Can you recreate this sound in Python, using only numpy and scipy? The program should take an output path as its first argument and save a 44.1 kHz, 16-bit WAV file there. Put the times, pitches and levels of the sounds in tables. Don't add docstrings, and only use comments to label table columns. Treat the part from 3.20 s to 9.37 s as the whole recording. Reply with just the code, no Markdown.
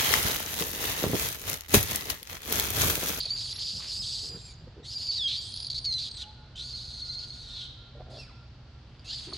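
import sys
import numpy as np
from scipy import signal
from scipy.fft import rfft, irfft, next_fast_len
from scipy.io import wavfile
from scipy.ndimage import uniform_filter1d, map_coordinates

SR = 44100
rng = np.random.default_rng(int(sys.argv[2]) if len(sys.argv) > 2 else 0)


def wav_record(signal):
    frames = np.transpose(np.atleast_2d(signal))
    bounded = np.clip(frames, -1, 1)
    quanta = np.round(bounded * 32767).astype(np.int16)
    wavfile.write(sys.argv[1], SR, quanta)


N = 272317

# (frequency [Hz], density [dB per Hz])
AIR_SPECTRUM = [(12, -51), (20, -52), (35, -2), (129, -0.5), (156, -11), (263, -17.5), (494, -23),
                (832, -24), (1160, -28), (1360, -27), (2360, -33), (2780, -30.5), (4080, -31.5),
                (4550, -29), (14000, -81)]
# (frequency [Hz], side re mid [dB])
AIR_WIDTH = [(60, -29), (130, -25.5), (300, -17.5), (1000, -9.5), (4000, -2)]
# (frequency [Hz], rms level before the swell [dB])
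ENGINE_HUM = [(64, -59.5), (128, -59.5), (234, -71.5)]
# (time [s], gain [dB])
HUM_SWELL = [(0, -7), (2.2, -5.5), (2.6, 4), (6.17, 2)]
# (time [s], length [s], from [Hz], to [Hz], from [dB], to [dB])
ENGINE_WHINES = [(2.97, 1.55, 1455, 1425, -67.5, -66), (4.56, 1.04, 1400, 1365, -63, -71.5),
                 (3.01, 0.336, 845, 855, -55, -69.5)]

# (time [s], level [dB])
RUSTLES = [(.06, -53), (.37, -54.5), (.6, -53), (1.03, -60.5), (1.75, -62.5), (2.35, -70), (2.85, -62),
           (3.5, -69), (4.1, -68), (5.75, -60.5), (6.14, -51)]
RUSTLE_RISE_DB_PER_S, RUSTLE_FALL_DB_PER_S = 110, 31
# (frequency [Hz], gain [dB])
LEAF_COLOUR = [(150, -13), (600, -6.5), (1800, -3.0), (3500, 4.0), (6000, -22.5), (9000, -25), (14000, -50)]
# (time [s], length [s], rms level [dB], centre [Hz])
SCUFFS = [(0.049, 0.03, -53.5, 570), (.53, 0.061, -47, 142), (0.594, 0.022, -56, 1110),
          (0.777, 0.084, -54, 157), (1.02, 0.073, -56, 390), (1.079, .13, -53.5, 404),
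          (1.128, 0.065, -49, 154), (1.136, 0.037, -60, 1330), (1.37, 0.11, -52.5, 149),
          (1.465, 0.022, -50.5, 425), (1.546, 0.098, -52.5, 390), (4.737, 0.061, -54.5, 519),
          (4.792, 0.037, -48, 621), (4.841, 0.2, -52.5, 567), (6.052, 0.12, -49.5, 321),
          (6.121, 0.01, -46.5, 1048)]
# (multiple of the centre, gain [dB])
SCUFF_COLOUR = [(.2, -28), (.55, -2), (.85, 0), (1.15, 5), (1.6, -14.5), (4, -23.5), (12, -58)]

# (frequency [Hz], t60 [s])
FOREST_DECAY = [(500, 0.28), (2500, 1.3), (4200, 1.18), (7000, 0.66), (12000, 0.43)]
# (delay [ms], gain [dB], direction [-1 left to 1 right])
BOUNCES = [(2.2, -22, .3), (3.8, -10.5, -0.29), (14.8, -16.5, 0.63)]
# (time [s], sound sent to the echoes re direct sound [dB])
HIDDEN = [(0, 1), (1.1, -1.5), (2.05, 0), (3.0, -3), (3.6, 3), (4.4, 8), (5.05, 6.5), (5.9, 5.5)]

# (multiple of the fundamental, amplitude [dB])
FOLD_HARMONICS = [(1, 0.5), (2, 2.5), (3, -6), (4, -4), (5, 0.5), (6, -3.5)]
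# (frequency [Hz], gain [dB])
THROAT = [(600, -46), (1500, -44), (2400, -24.5), (2800, -6), (3200, 5.5), (4300, 5), (5000, 6), (5800, -3),
          (7800, -12.5), (9200, -21), (10500, -23), (11600, -34.5), (14000, -44)]

# (time [s], second harmonic [Hz], effort as level before choking [dB])
SCREAMS = [
    [(0.0, 4286, -32.5), (0.095, 4110, -39.5), (0.206, 4650, -34), (0.291, 4292, -38), (0.462, 4568, -32),
     (0.652, 4627, -42), (0.703, 4643, -35.0), (0.808, 4560, -36.5), (0.959, 4480, -34.0),
     (1.099, 4804, -40.5), (1.2, 4170, -54.0), (1.31, 4446, -52), (1.33, 4110, -56)],
    [(1.645, 3860, -45), (1.705, 4713, -40.5), (1.977, 4460, -30.5), (2.072, 3790, -31),
     (2.137, 3974, -29.5), (2.213, 4675, -39.0), (2.313, 4120, -45), (2.328, 4475, -40.5),
     (2.695, 4320, -32.5), (2.846, 4280, -35), (2.962, 4270, -46.0), (3.027, 3800, -37), (3.042, 3500, -56)],
    [(3.356, 3670, -48.5), (3.396, 3824, -36), (3.462, 4413, -42), (3.563, 4360, -39), (3.669, 4330, -44),
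     (4.047, 4363, -38.5), (4.057, 4360, -50), (4.243, 4138, -47.0), (4.435, 3838, -37), (4.48, 3840, -72)],
    [(4.9, 4266, -56.5), (4.975, 4344, -45.5), (5.04, 4835, -53)],
    [(5.845, 4144, -52.5), (5.912, 4420, -34), (6.065, 4325, -48), (6.096, 4220, -57), (6.168, 4350, -41)],
]
# (base relative pitch scatter, overtone ceiling at its start [dB], at its end [dB])
MANNER = [(.17, -49, -45), (.17, -52, -53.5), (.135, -56, -62), (.16, -64, -68.5), (0.16, -51, -52)]
CALMING, CALM_S = 0.395, 0.0812
SLACKNESS = 1.299
STRAND_DB, STRAND_RATIO = -8, 1.04
STUTTER_DB, STUTTER_KNOTS_PER_S = 1.5, 150
OVERTONE_DB = -10.5

# (time [s], length [s], from [Hz], to [Hz], from [dB], to [dB])
SQUEALS = [(.104, 0.058, 4536, 4740, -26, -38.5), (0.794, 0.024, 5230, 5020, -36.5, -36),
           (1.094, 0.075, 4884, 4820, -38.5, -47), (1.755, 0.021, 4960, 4700, -35.5, -30),
           (1.887, .025, 4693, 4450, -26.5, -29), (1.984, .093, 3876, 3196, -31.5, -28),
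           (2.188, 0.022, 4740, 4720, -32, -36), (2.663, .119, 4470, 4020, -29, -33),
           (3.534, 0.014, 4330, 4300, -36.5, -31), (3.817, 0.03, 4380, 4220, -33, -36),
           (3.891, 0.021, 4080, 4170, -33.5, -35), (3.954, .033, 4172, 4280, -32, -37.5),
           (4.104, 0.019, 4307, 4230, -34.5, -45.5)]
SQUEAL_BEND, SQUEAL_OVERTONE_DB = -2, -3.5

# (time [s], length [s], from [Hz], to [Hz], from [dB], to [dB], bend, fundamental re second harmonic [dB])
WHIMPERS = [(1.21, .12, 4950, 4420, -53, -50, 4, -12), (1.632, .048, 3598, 4650, -51.5, -50, -.8, -13),
            (1.968, 0.023, 4100, 3800, -36, -39, -.5, -22), (2.08, .1, 3250, 4383, -32.5, -43, 1.86, -28),
            (2.99, 0.053, 3990, 2800, -46, -41.5, 1.8, -21),
            (3.354, 0.13, 2990, 4650, -47.5, -41, -0.7, -35),
            (4.22, .24, 3840, 3080, -48.5, -42.5, 1.7, -27),
            (4.925, 0.0555, 3600, 3372, -55, -50, 0.9, -28), (4.985, .07, 5540, 4400, -47, -54, 1, -1.5),
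            (5.06, 0.057, 4000, 1900, -66, -62.5, -0.9, 4),
            (5.845, 0.099, 2618, 4200, -53.5, -38.5, 3.5, -19), (5.95, .07, 4647, 4570, -46, -50, 1, -28)]
WHIMPER_SHARE = 0.14

# (time [s], length [s], from [Hz], to [Hz], from [dB], to [dB],
# relative pitch scatter, choking of the rasp [dB, negative lifts it])
WHISTLES = [(0, 0.093, 9220, 10800, -52.5, -62, .022, 2), (.19, .135, 6940, 10600, -55, -57, 0.044, 0),
            (.33, 0.029, 10910, 10800, -50, -50, 0.0063, 17),
            (.368, 0.02, 11140, 11350, -47, -50, .004, 16), (.73, .37, 8120, 7850, -50.5, -52.5, 0.0306, 0),
            (1.11, 0.18, 7560, 7450, -63, -52.5, .004, 0), (1.337, 0.00898, 7525, 5874, -52, -58, .003, -3),
            (2.21, 0.12, 7440, 9600, -52, -53, .07, 0), (2.327, .157, 9860, 9694, -51.5, -53, 0.026, 5),
            (2.487, 0.16, 8600, 9200, -77, -57, .016, 16),
            (2.893, 0.079, 8480, 8050, -66, -48.5, 0.01035, 18),
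            (5.87, 0.14, 6550, 8400, -51, -65.5, .035, 0.5), (6.04, 0.029, 8440, 8390, -56, -64, 0.0044, 0),
            (6.095, 0.05, 8820, 9340, -55.5, -60, 0.0037, 4.5)]
WHISTLE_BEND, UNDERTONE_DB = -.5, 2
WHISTLE_FLUTTER_DB, WHISTLE_FLUTTER_KNOTS_PER_S = 3, 260
TIGHT_DB = 0.5
# (time [s], length [s], level [dB])
SPUTTERS = [(.003, 0.0067, -29), (.012, 0.0018, -22.5), (.03, .008, -33), (0.054, 0.0061, -28.5),
            (0.084, 0.0036, -35), (0.328, 0.0027, -30), (0.36, 0.014, -43), (.387, 0.0084, -37),
            (2.34, .003, -31), (2.362, 0.003, -33), (2.374, 0.0021, -28.5), (2.402, 0.0026, -29.5),
            (2.43, 0.002, -30), (2.447, 0.0017, -26), (2.468, .004, -29.5), (2.501, 0.0072, -27.5),
            (2.512, .011, -32), (2.528, .008, -34.5), (2.544, 0.03, -33.5), (2.578, 0.014, -30.5),
            (2.644, .02, -33.5), (2.725, .005, -30), (2.737, 0.0054, -31), (2.912, 0.0077, -37.5),
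            (2.942, .008, -41.5), (2.969, 0.0049, -40), (5.795, .002, -46.5), (6.132, 0.01, -33)]

TOP_HZ = 14200


def amp(db):
    return 10 ** (np.asarray(db) / 20)


def unit(x):
    return x / np.sqrt(np.mean(x ** 2) + 1e-20)


def along(points, hz):
    point_hz, values = np.transpose(points)
    return np.interp(np.log(hz + 1e-9), np.log(point_hz), values)


def curves(rows):
    s, *columns = np.transpose(rows)
    return [np.interp(np.arange(N) / SR, s, column) for column in columns]


def gate(start_s, end_s, edge_s):
    t = np.arange(N) / SR
    return np.clip(np.minimum(t - start_s, end_s - t) / edge_s + .5, 0, 1)


def wobble(knots_per_s):
    knots = rng.standard_normal(int(N * knots_per_s / SR) + 4)
    return map_coordinates(knots, [np.arange(N) * knots_per_s / SR])


def filtered(x, response):
    m = next_fast_len(N + 8192)
    return irfft(rfft(x, m) * response(np.fft.rfftfreq(m, 1 / SR)), m)[..., :N]


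def phase(hz):
    return 2 * np.pi * np.cumsum(hz) / SR


def steady(x, size=441):
    return x / np.sqrt(np.abs(uniform_filter1d(x * x, size)) + 1e-12)


def glides(rows, edge_s, bend=None):
    t = np.arange(N) / SR
    rows = np.array(rows, float)
    current = np.maximum(np.searchsorted(rows[:, 0] - edge_s / 2, t) - 1, 0)
    s, length_s, from_hz, to_hz, from_db, to_db, *more = rows[current].T
    bend = more.pop(0) if bend is None else bend
    progress = np.clip((t - s) / length_s, 0, 1)
    hz = from_hz + (to_hz - from_hz) * np.expm1(bend * progress) / np.expm1(bend)
    db = from_db + (to_db - from_db) * progress
    return [gate(s, s + length_s, edge_s), hz, db] + more


def outdoor_air():
    def response(hz):
        return amp(along(AIR_SPECTRUM, hz)) * np.array([np.ones_like(hz), amp(along(AIR_WIDTH, hz))])

    mid, side = filtered(rng.standard_normal((2, N)), response)
    return amp(-49.5 + 0.29 * wobble(7.1)) * unit(np.array([mid + side, mid - side]))


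def far_engine():
    hum = 0
    for hz, db in ENGINE_HUM:
        level = amp(db + 1.9 * wobble(5.5)) * np.sqrt(2)
        hum = hum + level * np.sin(phase(hz * (1 + 0.01178 * wobble(12))))
    engine = hum * amp(curves(HUM_SWELL)[0])
    for row in ENGINE_WHINES:
        on, hz, db = glides([row], edge_s=0.017, bend=-1.01)
        engine = engine + on * amp(db + 4.0 * wobble(25)) * np.sin(phase(hz * (1 + 0.014 * wobble(120))))
    return engine


def leaves():
    t = np.arange(N) / SR
    step_levels_db = [db - np.maximum(RUSTLE_RISE_DB_PER_S * (s - t), RUSTLE_FALL_DB_PER_S * (t - s))
                      for s, db in RUSTLES]
    level_db = np.max(step_levels_db, axis=0)
    impulses = rng.standard_normal(N) * (rng.random(N) < 700 / SR)
    snaps = impulses * amp(3.5 * wobble(16))
    return amp(level_db) * unit(filtered(snaps, lambda hz: amp(along(LEAF_COLOUR, hz))))


def scuffs():
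    out = np.zeros(N + SR)
    for s, length_s, db, centre_hz in SCUFFS:
        n = int(length_s * SR) + 2
        grains = rng.standard_normal(8192) * (rng.random(8192) < .03)
        colour = amp(along(SCUFF_COLOUR, np.fft.rfftfreq(8192, 1 / SR) / centre_hz))
        rub = irfft(rfft(grains) * colour)
        swell = np.resize(rub, n) * signal.windows.tukey(n, .6)
        out[round(s * SR):][:n] += amp(db) * unit(swell)
    return out[:N]


def forest(x, width):
    hz, t, z = signal.stft(rng.standard_normal((2, SR)), SR, nperseg=256)
    decay = amp(-60 * t / along(FOREST_DECAY, hz)[:, None])
    tail = signal.istft(z * decay, SR, nperseg=256)[1]
    tail = tail / np.linalg.norm(tail[0])
    delayed = np.pad(x, (300, 0))[None]
    mid, side = signal.fftconvolve(delayed, tail, axes=1)[:, :N]
    return np.array([mid + width * side, mid - width * side])


def bounces(x):
    now = np.arange(N)
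    drift_ms = 0.092 * wobble(1.946)
    out = 0
    for delay_ms, db, side in BOUNCES:
        echo = np.interp(now - (delay_ms + drift_ms) * SR / 1000, now, x)
        out = out + amp(db) * np.outer([1 - side, 1 + side], echo)
    return out


def manner():
    points = []
    for rows, (scatter, first_db, last_db) in zip(SCREAMS, MANNER):
        points += [(rows[0][0], scatter, first_db), (rows[-1][0], scatter, last_db)]
    return curves(points)


def overtones(db):
    ceiling_db = manner()[1]
    return -20 * np.log10(np.hypot(amp(-OVERTONE_DB), amp(db - ceiling_db)))


def unrest(hz):
    t = np.arange(N) / SR
    gaps_s = [np.maximum(np.abs(t - s - length_s / 2) - length_s / 2, 0) for s, length_s, *_ in SQUEALS]
    away_s = np.min(gaps_s, axis=0)
    return manner()[0] * (1 - CALMING * np.exp(-away_s / CALM_S)) * (4400 / hz) ** SLACKNESS


def folds(second_hz, scatter, air_db):
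    drops = .8 - np.minimum(wobble(600) ** 2, 3)
    jitter = scatter * (.55 * drops + .55 * wobble(2400))
    turn = phase(second_hz / 2 * (1 + jitter))
    tone = sum(amp(db) * np.sin(k * turn) for k, db in FOLD_HARMONICS)
    return tone + amp(air_db) * rng.standard_normal(N)


def mouth(source, pitch_hz, db, treble_db):
    shifts = [.8, 1, 1.1]
    shift = (pitch_hz / 4400) ** .5
    voice = 0
    for s, share in zip(shifts, np.eye(3)):
        shaped = filtered(source, lambda hz: amp(along(THROAT, hz / s)))
        voice = voice + np.interp(shift, shifts, share) * shaped
    body = filtered(voice, lambda hz: 1 / (1 + (hz / 6000) ** 24))
    return amp(db) * (steady(body) + amp(treble_db) * steady(voice - body))


def whimpers(on, hz, db, fundamental_db):
    turn = phase(hz / 2 * (1 + .009 * wobble(200) + .03 * wobble(2000)))
    upper = amp(overtones(db) + 1) * (np.sin(3 * turn) + .5 * np.sin(4 * turn))
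    tone = amp(fundamental_db) * np.sin(turn) + np.sin(2 * turn) + upper
    return on * amp(db + 2.2 * wobble(200)) * tone


def throat_whistle(on, hz, db, strain, tight):
    turn = phase(hz * (1 + .006 * wobble(90) + strain * wobble(1000)))
    level = amp(db + WHISTLE_FLUTTER_DB * wobble(WHISTLE_FLUTTER_KNOTS_PER_S))
    return on * level * (np.sin(turn) + tight * amp(UNDERTONE_DB) * np.sin(turn / 2))


def sputters():
    bursts = sum(amp(db) * gate(s, s + length_s, edge_s=0.0013) for s, length_s, db in SPUTTERS)
    source = folds(second_hz=4390, scatter=0.1, air_db=-23)
    voice = filtered(source, lambda hz: amp(along(THROAT, hz)))
    return bursts * steady(voice, size=66)


def squeals(on, hz, db):
    source = folds(hz * (1 + .0065 * wobble(100)), scatter=0.00808, air_db=-17)
    return on * mouth(source, hz, db + 1.3 * wobble(130), overtones(db) + SQUEAL_OVERTONE_DB)


def rasp(share, choke_db, tight):
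    on = share * sum(gate(rows[0][0], rows[-1][0], edge_s=.004) for rows in SCREAMS)
    hz, db = curves(np.vstack(SCREAMS))
    chaos = np.maximum(unrest(hz), .03) * amp(2 * wobble(50))
    lock = 1.24 * (0.097 / chaos) ** 2.06
    packets = np.tanh(1.8 * wobble(800) + lock)
    source = folds(hz * (1 + .025 * wobble(55)), scatter=.85 * chaos, air_db=-10)
    strand_level = np.sqrt(lock) * amp(STRAND_DB + 3.3 * wobble(35))
    strand = strand_level * np.sin(phase(STRAND_RATIO * hz * (1 + 0.022 * wobble(70))))
    stutter_db = tight * STUTTER_DB * wobble(STUTTER_KNOTS_PER_S)
    level_db = db - choke_db + stutter_db + 0.85 * wobble(70)
    return on * mouth(source * packets + strand, hz, level_db, overtones(db) - 6 * tight)


def baby():
    squeal = glides(SQUEALS, edge_s=0.0038, bend=SQUEAL_BEND)
    whimper = glides(WHIMPERS, edge_s=.008)
    *whistle, choke_db = glides(WHISTLES, edge_s=0.00415, bend=WHISTLE_BEND)
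    choke_db = whistle[0] * choke_db
    tight = np.clip(choke_db / TIGHT_DB, 0, 1)
    rasp_share = (1 - squeal[0]) * (1 - WHIMPER_SHARE * whimper[0])
    squeezed = throat_whistle(*whistle, tight) + sputters()
    return rasp(rasp_share, choke_db, tight) + squeals(*squeal) + squeezed + whimpers(*whimper)


def scene():
    background = (outdoor_air() + far_engine()) * amp([[-.35], [.35]])
    ground = scuffs() + leaves()
    hidden = amp(curves(HIDDEN)[0])
    cry = baby() / np.hypot(1, amp(-6.5) * hidden)
    outward = cry * hidden
    near = cry + bounces(outward) + ground
    echo = amp(-13.5) * forest(outward + ground, width=0.61)
    return (near + echo) * amp([[-.6], [.6]]) + background


def record(dry):
    return filtered(dry, lambda hz: hz < TOP_HZ)


dry = scene()
out = record(dry)
wav_record(out)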